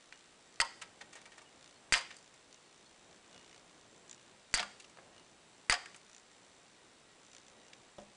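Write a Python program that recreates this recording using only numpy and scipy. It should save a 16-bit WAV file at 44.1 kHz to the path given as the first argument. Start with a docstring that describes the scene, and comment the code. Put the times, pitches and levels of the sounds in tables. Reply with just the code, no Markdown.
"""Hand nippers snip plastic filament over an open plastic bottle on a bench, close to a small camera.
A small tick comes first; then the jaws snap at 0.6 (two snaps in quick succession), 1.9, 4.5 and 5.7 s.
After each snap, filtered noise and decaying modes sound offcuts rattling in the bottle or skipping over
the bench, and a small hard room rings in decaying noise; low modes sound a nudged bench at 4.6 and 8 s.
Throughout: a motor ticking at the field rate, with surges, short pings, a low rumble, hiss and faint whines."""
import sys
import numpy as np
from scipy import signal
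from scipy.fft import rfft, irfft
from scipy.io import wavfile
from scipy.ndimage import uniform_filter1d

SR = 44100
rng = np.random.default_rng(int(sys.argv[2]) if len(sys.argv) > 2 else 0)


def generate_wav(signal):
    """Clip the signal to [-1, 1] and save it as 16-bit WAV at the path in sys.argv[1]."""
    frames = np.transpose(np.atleast_2d(signal))
    scaled = np.clip(frames, -1, 1) * 32767
    pcm = np.round(scaled).astype(np.int16)
    wavfile.write(sys.argv[1], SR, pcm)


N = 359931  # samples


def undb(db):
    """Level law: an amplitude ratio is 10 to the power dB / 20."""
    return 10 ** (np.asarray(db) / 20)


def fade(t, t60):
    """Exponential damping: the level falls by 60 dB in t60 seconds."""
    return np.exp(-np.log(1000) * t / t60)


def rise(t, rise_s):
    """Finite contact time: a linear onset lasting rise_s seconds."""
    return np.minimum(t / rise_s, 1)


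def band(x, lo_hz, hi_hz):
    """Band limitation: a Butterworth band-pass, scaled to rms 1."""
    sos = signal.butter(2, [lo_hz, hi_hz], "band", fs=SR, output="sos")
    y = signal.sosfilt(sos, x)
    return y / np.sqrt(np.mean(y ** 2))


def ring(modes, t):
    """Modal superposition: a struck body sounds as a sum of decaying (Hz, dB, t60 s) sines."""
    return sum(undb(db) * fade(t, t60) * np.sin(2 * np.pi * hz * t) for hz, db, t60 in modes)


def gain_at(spectrum, hz):
    """Spectral envelope: gain of (Hz, dB) points, joined on a log frequency axis."""
    point_hz, point_db = np.transpose(spectrum)
    return undb(np.interp(np.log(hz + 1), np.log(point_hz), point_db))


def add(track, start_s, sound):
    """Linear superposition: mix a sound in at start_s seconds."""
    i = int(start_s * SR)
    track[i:i + len(sound)] += sound[:N - i]


# jaws snapping through a strand; treble and thump are offsets to the jaw and puff modes:
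# start_s [s], level_db [dB], treble_db [dB], thump_db [dB re level]
SNIP_EVENTS = [(0.6013, -8.5, -8.5, -17), (0.6028, -7.5, -7, -14), (1.9238, -5, -9, -4.5),
               (4.5404, -8.5, -2.5, -2.5), (5.6977, -4, -7, -5.5)]
# modes of jaws and strand together: nominal pitch_hz [Hz], level_db [dB], t60_s [s]
JAW_MODES = [(1605, -24, 0.04), (2008, -16.5, 0.019), (2256, -2, 0.0031), (3380, -7.5, 0.0013),
             (4670, -10, 0.03), (6400, -1, 0.0023), (7670, -12.5, 0.018), (8550, -18, 0.044)]
# bass modes of the puff of air: pitch_hz [Hz], level_db [dB], t60_s [s]
PUFF_MODES = [(30.4, -27.5, 0.13), (81.6, -25, 0.025), (232, -19, 0.0084)]


def snips():
    """Impulsive release: the jaws ring briefly as the strand parts and push a puff of air into the bass."""
    out, t = np.zeros(N), np.arange(SR // 8) / SR
    for start_s, level_db, treble_db, thump_db in SNIP_EVENTS:
        modes = [(hz * rng.normal(1, 0.026), db + treble_db * (hz > 4000), t60)
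                 for hz, db, t60 in JAW_MODES]
        jaws = ring(modes, t) * rise(t, 0.00024)
        add(out, start_s, undb(level_db) * jaws)
        add(out, start_s, -undb(level_db + thump_db) * ring(PUFF_MODES, t))
    return out


def rattle(t, low_db, edge_db, treble_db, hz, rise_s, t60):
    """Random micro-impacts: four bands of grainy noise whose treble dies first, levels re the middle band."""
    grains = undb(1.5 * rng.exponential(size=len(t)))
    noise = rng.standard_normal((4, len(t))) * grains
    # the contacts come in clumps a few milliseconds long, each band in its own
    clump = int(0.003 * SR)
    clumping = np.sqrt(clump) * uniform_filter1d(rng.standard_normal(noise.shape), clump, axis=1)
    noise *= undb(3 * clumping)
    low = undb(low_db) * band(noise[0], 510, 1530) * fade(t, 1.12 * t60)
    mid = band(noise[1], hz / 1.6, hz * 2.01) * fade(t, t60)
    edge = undb(edge_db) * band(band(noise[2], 4440, 5160), 4380, 5160) * fade(t, 0.78 * t60)
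    high = undb(treble_db) * band(noise[3], 5470, 8930) * fade(t, 0.58 * t60)
    return (low + mid + edge + high) * rise(t, rise_s)


def strike(modes, hz, spread, selectivity):
    """Strike-point selection: favour the modes near one pitch, by selectivity in dB per octave squared."""
    return [(f * rng.normal(1, spread), db - selectivity * np.log2(f / hz) ** 2, t60)
            for f, db, t60 in modes]


# offcuts knocking about in the bottle, the pitch being the one that the wall answers best:
# start_s [s], rattle_db [dB], wall_db [dB], edge_db [dB re rattle], treble_db [dB re rattle],
# pitch_hz [Hz], middle-band rattle t60_s [s]
KNOCK_EVENTS = [(0.6062, -30, -53, 2, -6, 1900, 0.032), (0.6128, -25.5, -29, 4, 7.5, 550, 0.031),
                (0.6174, -41, -20.5, -6, 0, 976, 0.027), (0.625, -47, -36, -5, -9, 990, .016),
                (.646, -50, -34.5, -4, 0, 990, 0.11), (1.926, -28.5, -43, -0.5, -0.5, 1600, 0.13),
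                (1.936, -21, -36, -23, -10, 1900, 0.053), (1.95, -31.5, -28.5, -1, -7, 820, 0.064),
                (1.9582, -36, -27, -3.5, 1, 1100, .06), (1.966, -38.5, -32, 3, -1, 1080, 0.095),
                (1.974, -40.5, -34.5, -3, -2, 840, 0.18), (2.0084, -38.5, -40, -8, -8, 1080, 0.065),
                (4.543, -30.5, -45, -2, 9.5, 1800, 0.055), (4.551, -31.5, -39, 3, -9, 1530, 0.1),
                (4.5735, -26, -34, -8.5, -2, 705, 0.041), (4.583, -34, -46, -7, -22, 1060, 0.05),
                (4.593, -28.5, -50, -17, -31, 1160, 0.055), (4.598, -31.5, -28, -7, -14, 720, 0.089),
                (4.6269, -32.5, -27.5, -9, -9, 1285, 0.032), (5.7, -30, -36.5, 1, 1.5, 1800, 0.045),
                (5.7083, -24.5, -38, -6, -6, 1540, 0.038), (5.715, -32.5, -37, -2, -23, 1620, 0.11),
                (5.7224, -28, -20, -5, 1.5, 1210, 0.063), (5.727, -41, -23, -7, -4, 680, 0.033),
                (5.738, -33, -41.5, -0.5, -8, 1850, 0.085), (5.8577, -42.5, -54.5, -1, 2, 1636, 0.022)]
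# modes of the bottle wall: nominal pitch_hz [Hz], level_db [dB], t60_s [s]
BOTTLE_MODES = [(548, -18, 0.084), (713.3, -4, 0.059), (940, -9.5, 0.064), (1060, -8.5, 0.071),
                (1168, -4, 0.057), (1440, -4, 0.082), (1654, 4.5, 0.078), (1830, 7, 0.13),
                (1880, -19, 0.14), (2020, -9, .1), (2210, -13, .1)]
KNOCK_RISE_S, WALL_RASP_DB = 0.0018, -16.5  # the rasp is the wall's bass noise, re wall_db


def bottle_knocks():
    """Shell resonance: each offcut rattles and sets the bottle's wall ringing."""
    out, t = np.zeros(N), np.arange(SR // 4) / SR
    for start_s, rattle_db, wall_db, edge_db, treble_db, hz, t60 in KNOCK_EVENTS:
        wall = ring(strike(BOTTLE_MODES, hz, 0.0092, 160), t) * rise(t, KNOCK_RISE_S)
        low_db = wall_db + WALL_RASP_DB - rattle_db
        clatter = rattle(t, low_db, edge_db, treble_db, 1900, KNOCK_RISE_S, t60)
        add(out, start_s, undb(rattle_db) * clatter + undb(wall_db) * wall)
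    return out


# offcuts skipping on the bench and small ticks of the tool:
# start_s [s], level_db [dB], low_db [dB re level], treble_db [dB re level], pitch_hz [Hz],
# middle-band rattle t60_s [s]
TICK_EVENTS = [(0.1242, -42, -34, -9, 1760, 0.029), (0.8137, -49, -15, -1, 2800, 0.077),
               (0.8169, -40.5, -43, -1.5, 1588, 0.093), (1.0072, -54, 2, -11, 2500, 0.066),
               (1.0111, -44, -5.5, -3.5, 1800, 0.068), (1.129, -49, -8.5, 2, 1830, .075),
               (1.1526, -53, -4.5, -1, 1870, 0.18), (1.2143, -57.5, -7, 1, 2260, 0.076),
               (1.254, -54, -4, -4.5, 2200, 0.12), (1.3178, -56.5, -16, -3.5, 1880, 0.14),
               (1.379, -50.5, -3.5, -3, 1910, .073), (1.4147, -58, -1, 2, 2310, 0.088),
               (2.1048, -46.5, -30, -17, 1870, .09), (2.165, -58.5, -23, 11.5, 4700, 0.062),
               (2.1844, -58, -27, 0, 4660, 0.055), (2.339, -61, -28, 7, 1710, .065),
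               (4.7983, -49, -20, 1, 2760, .062), (4.821, -62, -20, 6, 3600, 0.051),
               (4.8425, -50, -11, -20, 2940, 0.039), (4.8965, -56, -20, 5, 2300, 0.028),
               (4.9712, -45, 4, 3, 2920, 0.0096), (4.9856, -50.5, 3.5, -25, 1290, 0.042),
               (5.9442, -47, -18, 0, 1760, 0.048), (5.96, -64, -9, 14.5, 1350, 0.078),
               (6.0944, -59.5, 7.5, 7, 1760, .032), (7.7313, -41, -25, -18, 2600, 0.023),
               (7.9822, -59.5, 2.5, -20, 3330, 0.11)]
# modes of a skipping offcut: nominal pitch_hz [Hz], level_db [dB]
STRAND_MODES = [(1340, -2), (1600, -17), (1880, -2.5), (2280, -2), (2730, -3), (2950, -3), (3310, -3),
                (3660, -4), (4720, 1)]
TICK_RISE_S, TICK_EDGE_DB = 0.0026, -11.5  # edge re treble
TICK_RING_DB, TICK_RING_SHARE = 6.5, 0.47  # ring re rattle, in level and in decay time


def bench_ticks():
    """Free-bar vibration: a dry clatter with the short ring of the offcut itself."""
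    out, t = np.zeros(N), np.arange(SR // 4) / SR
    for start_s, level_db, low_db, treble_db, hz, t60 in TICK_EVENTS:
        modes = [(f, db, TICK_RING_SHARE * t60) for f, db in STRAND_MODES]
        strand = ring(strike(modes, hz, 0.0086, 110), t) * rise(t, TICK_RISE_S)
        clatter = rattle(t, low_db, treble_db + TICK_EDGE_DB, treble_db, hz, TICK_RISE_S, t60)
        add(out, start_s, undb(level_db) * (clatter + undb(TICK_RING_DB) * strand))
    return out


# the bench is nudged: start_s [s], level_db [dB]
BUMP_EVENTS = [(4.6, -41), (7.982, -40.5)]
# modes of the bench: pitch_hz [Hz], level_db [dB], t60_s [s]
BENCH_MODES = [(205.8, -13, 0.35), (588, -2, 0.079), (714, -5.5, 0.063)]


def bench_bumps():
    """Plate resonance: the nudged bench rings low, its amplitude roughened by noise."""
    out, t = np.zeros(N), np.arange(SR // 4) / SR
    for start_s, level_db in BUMP_EVENTS:
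        rough = 1 + 0.69 * band(rng.standard_normal(len(t)), 67, 320)
        add(out, start_s, undb(level_db) * ring(BENCH_MODES, t) * rough * rise(t, 0.0022))
    return out


# the room's answer to a click: band centre_hz [Hz], relative tail level_db [dB], tail t60_s [s]
ROOM_BANDS = [(352, -34.5, 0.31), (684, -24, 0.28), (1150, -35, 0.37), (1805, -30, 0.42),
              (3290, -31.5, 0.48), (5180, -33, 0.54), (7020, -33, 0.55), (9600, -40, 0.82)]
EARLY_DB, EARLY_T60_S = 5, 0.02  # early echoes, re the tail


def room(x):
    """Reverberation by convolution: strong early echoes from bench and walls, then a slower banded tail."""
    t = np.arange(int(0.6 * SR)) / SR
    echo = np.zeros(len(t))
    for hz, db, t60 in ROOM_BANDS:
        decay = fade(t, t60) + undb(EARLY_DB) * fade(t, EARLY_T60_S)
        echo += undb(db) * band(rng.standard_normal(len(t)), hz / 1.56, hz * 1.216) * decay
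    return undb(-25) * signal.fftconvolve(x, echo * rise(t, 0.0033))[:N]


# modes of the camera body: pitch_hz [Hz], level_db [dB re tick], t60_s [s]
BODY_MODES = [(2160, -15, 0.022), (2924, -7, 0.034), (3550, 1, 0.014), (4270, 1.5, 0.012),
              (5760, 1.5, 0.011), (6060, 3.5, 0.012), (7160, 5, 0.01)]
# the motor works harder for a moment:
# hardest_s [s], peak_db [dB], build_s [s], let_off_s [s], tilt_db [dB per octave]
MOTOR_SURGES = [(.21, -70, .06, 0.11, 0), (.558, -58.5, 0.034, .01, 7), (1.643, -56.5, 0.042, 0.066, -3),
                (2.13, -60, 0.027, 0.03, 3), (2.535, -54, .015, 0.016, 5), (2.73, -62.5, 0.036, .05, 0),
                (3.16, -61, 0.062, .02, -1), (3.33, -57, 0.022, 0.11, -6), (3.56, -59.5, 0.15, 0.036, -9),
                (4.113, -51, .03, 0.032, 12), (4.58, -51, 0.061, .06, 0), (4.2, -63, .03, .05, -3),
                (5.18, -57.5, 0.044, 0.027, -4), (6.164, -56.5, .05, 0.034, 10), (6.364, -66, .02, .04, -3),
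                (7.25, -60, .03, 0.045, 6), (7.355, -52, 0.042, 0.034, 5), (7.482, -58, .025, .02, 4),
                (7.682, -59.5, 0.031, 0.019, -1)]
MOTOR_HZ, MOTOR_START_S, MOTOR_RISE_S = 59.94, 0.0078, 0.00081
MOTOR_IDLE_DB, MOTOR_WANDER_DB, SCRATCH_DB = -65.5, 2, 2  # scratch re the mean mode gain


def motor():
    """Periodic excitation: one tick a field drives body modes of drifting balance and a short scratch."""
    out, t = np.zeros(N), np.arange(SR // 20) / SR
    times = np.arange(MOTOR_START_S, N / SR, 1 / MOTOR_HZ)
    # doubling restores unit spread after the average over four ticks
    wander = 2 * uniform_filter1d(rng.standard_normal(len(times)), size=4)
    drift = 2 * uniform_filter1d(rng.standard_normal((len(times), len(BODY_MODES))), size=4, axis=0)
    idle = undb(MOTOR_IDLE_DB + MOTOR_WANDER_DB * wander)
    gains = np.outer(idle, np.ones(len(BODY_MODES)))
    octaves = np.log2(np.array(BODY_MODES)[:, 0] / 4800)
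    for hardest_s, peak_db, build_s, let_off_s, tilt_db in MOTOR_SURGES:
        width = np.where(times < hardest_s, build_s, let_off_s)
        effort = np.exp(-((times - hardest_s) / width) ** 2)
        gains = np.hypot(gains, np.outer(effort, undb(peak_db + tilt_db * octaves)))
    onset = rise(t, MOTOR_RISE_S)
    shapes = np.array([ring([mode], t) for mode in BODY_MODES]) * onset
    noise = band(rng.standard_normal(N + len(t)), 1200, 6400)
    for start_s, gain, scatter in zip(times, gains, drift):
        add(out, start_s, gain * undb(2.0 * scatter) @ shapes)
        scratch = noise[int(start_s * SR):][:len(t)] * fade(t, 0.025) * onset
        add(out, start_s, gain.mean() * undb(SCRATCH_DB) * scratch)
    return out


# short thin tones: start_s [s], pitch_hz [Hz], peak_db [dB], length_s [s]
PING_EVENTS = [(.125, 2876, -62, 0.044), (1.443, 2890, -64, 0.056), (1.752, 4330, -63.5, 0.028),
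               (2.523, 2850, -70, .08), (2.635, 4330, -69, 0.052), (2.852, 4330, -61, 0.028),
               (3.29, 2876, -64.5, 0.18), (5.15, 2876, -69, 0.099), (6.717, 1910, -75, 0.17),
               (7.021, 1920, -75, 0.17), (7.472, 1940, -73, .24), (7.47, 3820, -73, 0.2)]


def pings():
    """Amplitude modulation: faint sines swell and fade under half-sine envelopes."""
    out = np.zeros(N)
    for start_s, hz, peak_db, length_s in PING_EVENTS:
        t = np.arange(int(length_s * SR)) / SR
        swell = np.sin(np.pi * t / length_s)
        add(out, start_s, undb(peak_db) * swell * np.sin(2 * np.pi * hz * t))
    return out


# course of the low rumble, before its random sway: time_s [s], level_db [dB rms]
RUMBLE_LEVEL = [(0, -79), (.66, -69.5), (1.95, -69), (2.3, -73), (3.3, -67.5), (5.6, -68.5), (6.3, -71),
                (7.1, -68), (8.16, -68)]


def rumble():
    """Slowly modulated noise: a low band swells and sinks, with a random sway in level."""
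    t = np.arange(N) / SR
    knots = np.arange(0, t[-1] + 1, 0.12)
    sway = np.interp(t, knots, rng.standard_normal(len(knots)))
    level_db = np.interp(t, *np.transpose(RUMBLE_LEVEL)) + 2.0 * sway
    return undb(level_db) * band(rng.standard_normal(N), 90, 850)


# spectral shape of the microphone hiss: frequency_hz [Hz], relative density_db [dB]
HISS_SHAPE = [(12, -33.5), (20, -5), (91, -8.5), (154, -2.5), (376, 0.5), (558, -1.5), (1510, -4),
              (2240, -4.5), (3780, -6.5), (4780, -8.5), (7670, -12), (9710, -11.5), (10500, -40),
              (13600, -51), (22000, -120)]
HISS_DB = -64  # dB rms


def hiss():
    """Spectral shaping: white noise coloured in the frequency domain and held at one rms level."""
    hz = np.arange(N // 2 + 1) * SR / N
    noise = irfft(rfft(rng.standard_normal(N)) * gain_at(HISS_SHAPE, hz), N)
    return undb(HISS_DB) * noise / np.sqrt(np.mean(noise ** 2))


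# faint tones: pitch_hz [Hz], nominal level_db [dB rms], time over which the tone holds steady hold_s [s]
WHINE_TONES = [(1893, -84, .06), (3760, -82, 0.062), (7950, -86.5, 0.21), (7540, -82, 0.14),
               (7630, -83, 0.12), (7900, -86.5, 0.16)]


def whines():
    """Narrow-band modulation: one slow random signal wavers each sine's level and phase."""
    out, t = np.zeros(N), np.arange(N) / SR
    for hz, level_db, hold_s in WHINE_TONES:
        # the root restores unit spread after the moving average
        waver = uniform_filter1d(rng.standard_normal(N), int(hold_s * SR)) * np.sqrt(hold_s * SR)
        out += np.sqrt(2) * undb(level_db + 3 * waver) * np.sin(2 * np.pi * hz * t + waver)
    return out


def scene():
    """Superposition of sources: the hits with their room, over the steady background."""
    hits = snips() + bottle_knocks() + bench_ticks() + bench_bumps()
    background = motor() + pings() + rumble() + hiss() + whines()
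    return (hits + room(hits) + background)[None]


def record(dry):
    """Low-pass filtering: the camera cuts the top with a steep elliptic filter at 10050 Hz."""
    sos = signal.ellip(7, 0.5, 48, 10050, fs=SR, output="sos")
    return signal.sosfilt(sos, dry)


dry = scene()
out = record(dry)
generate_wav(out)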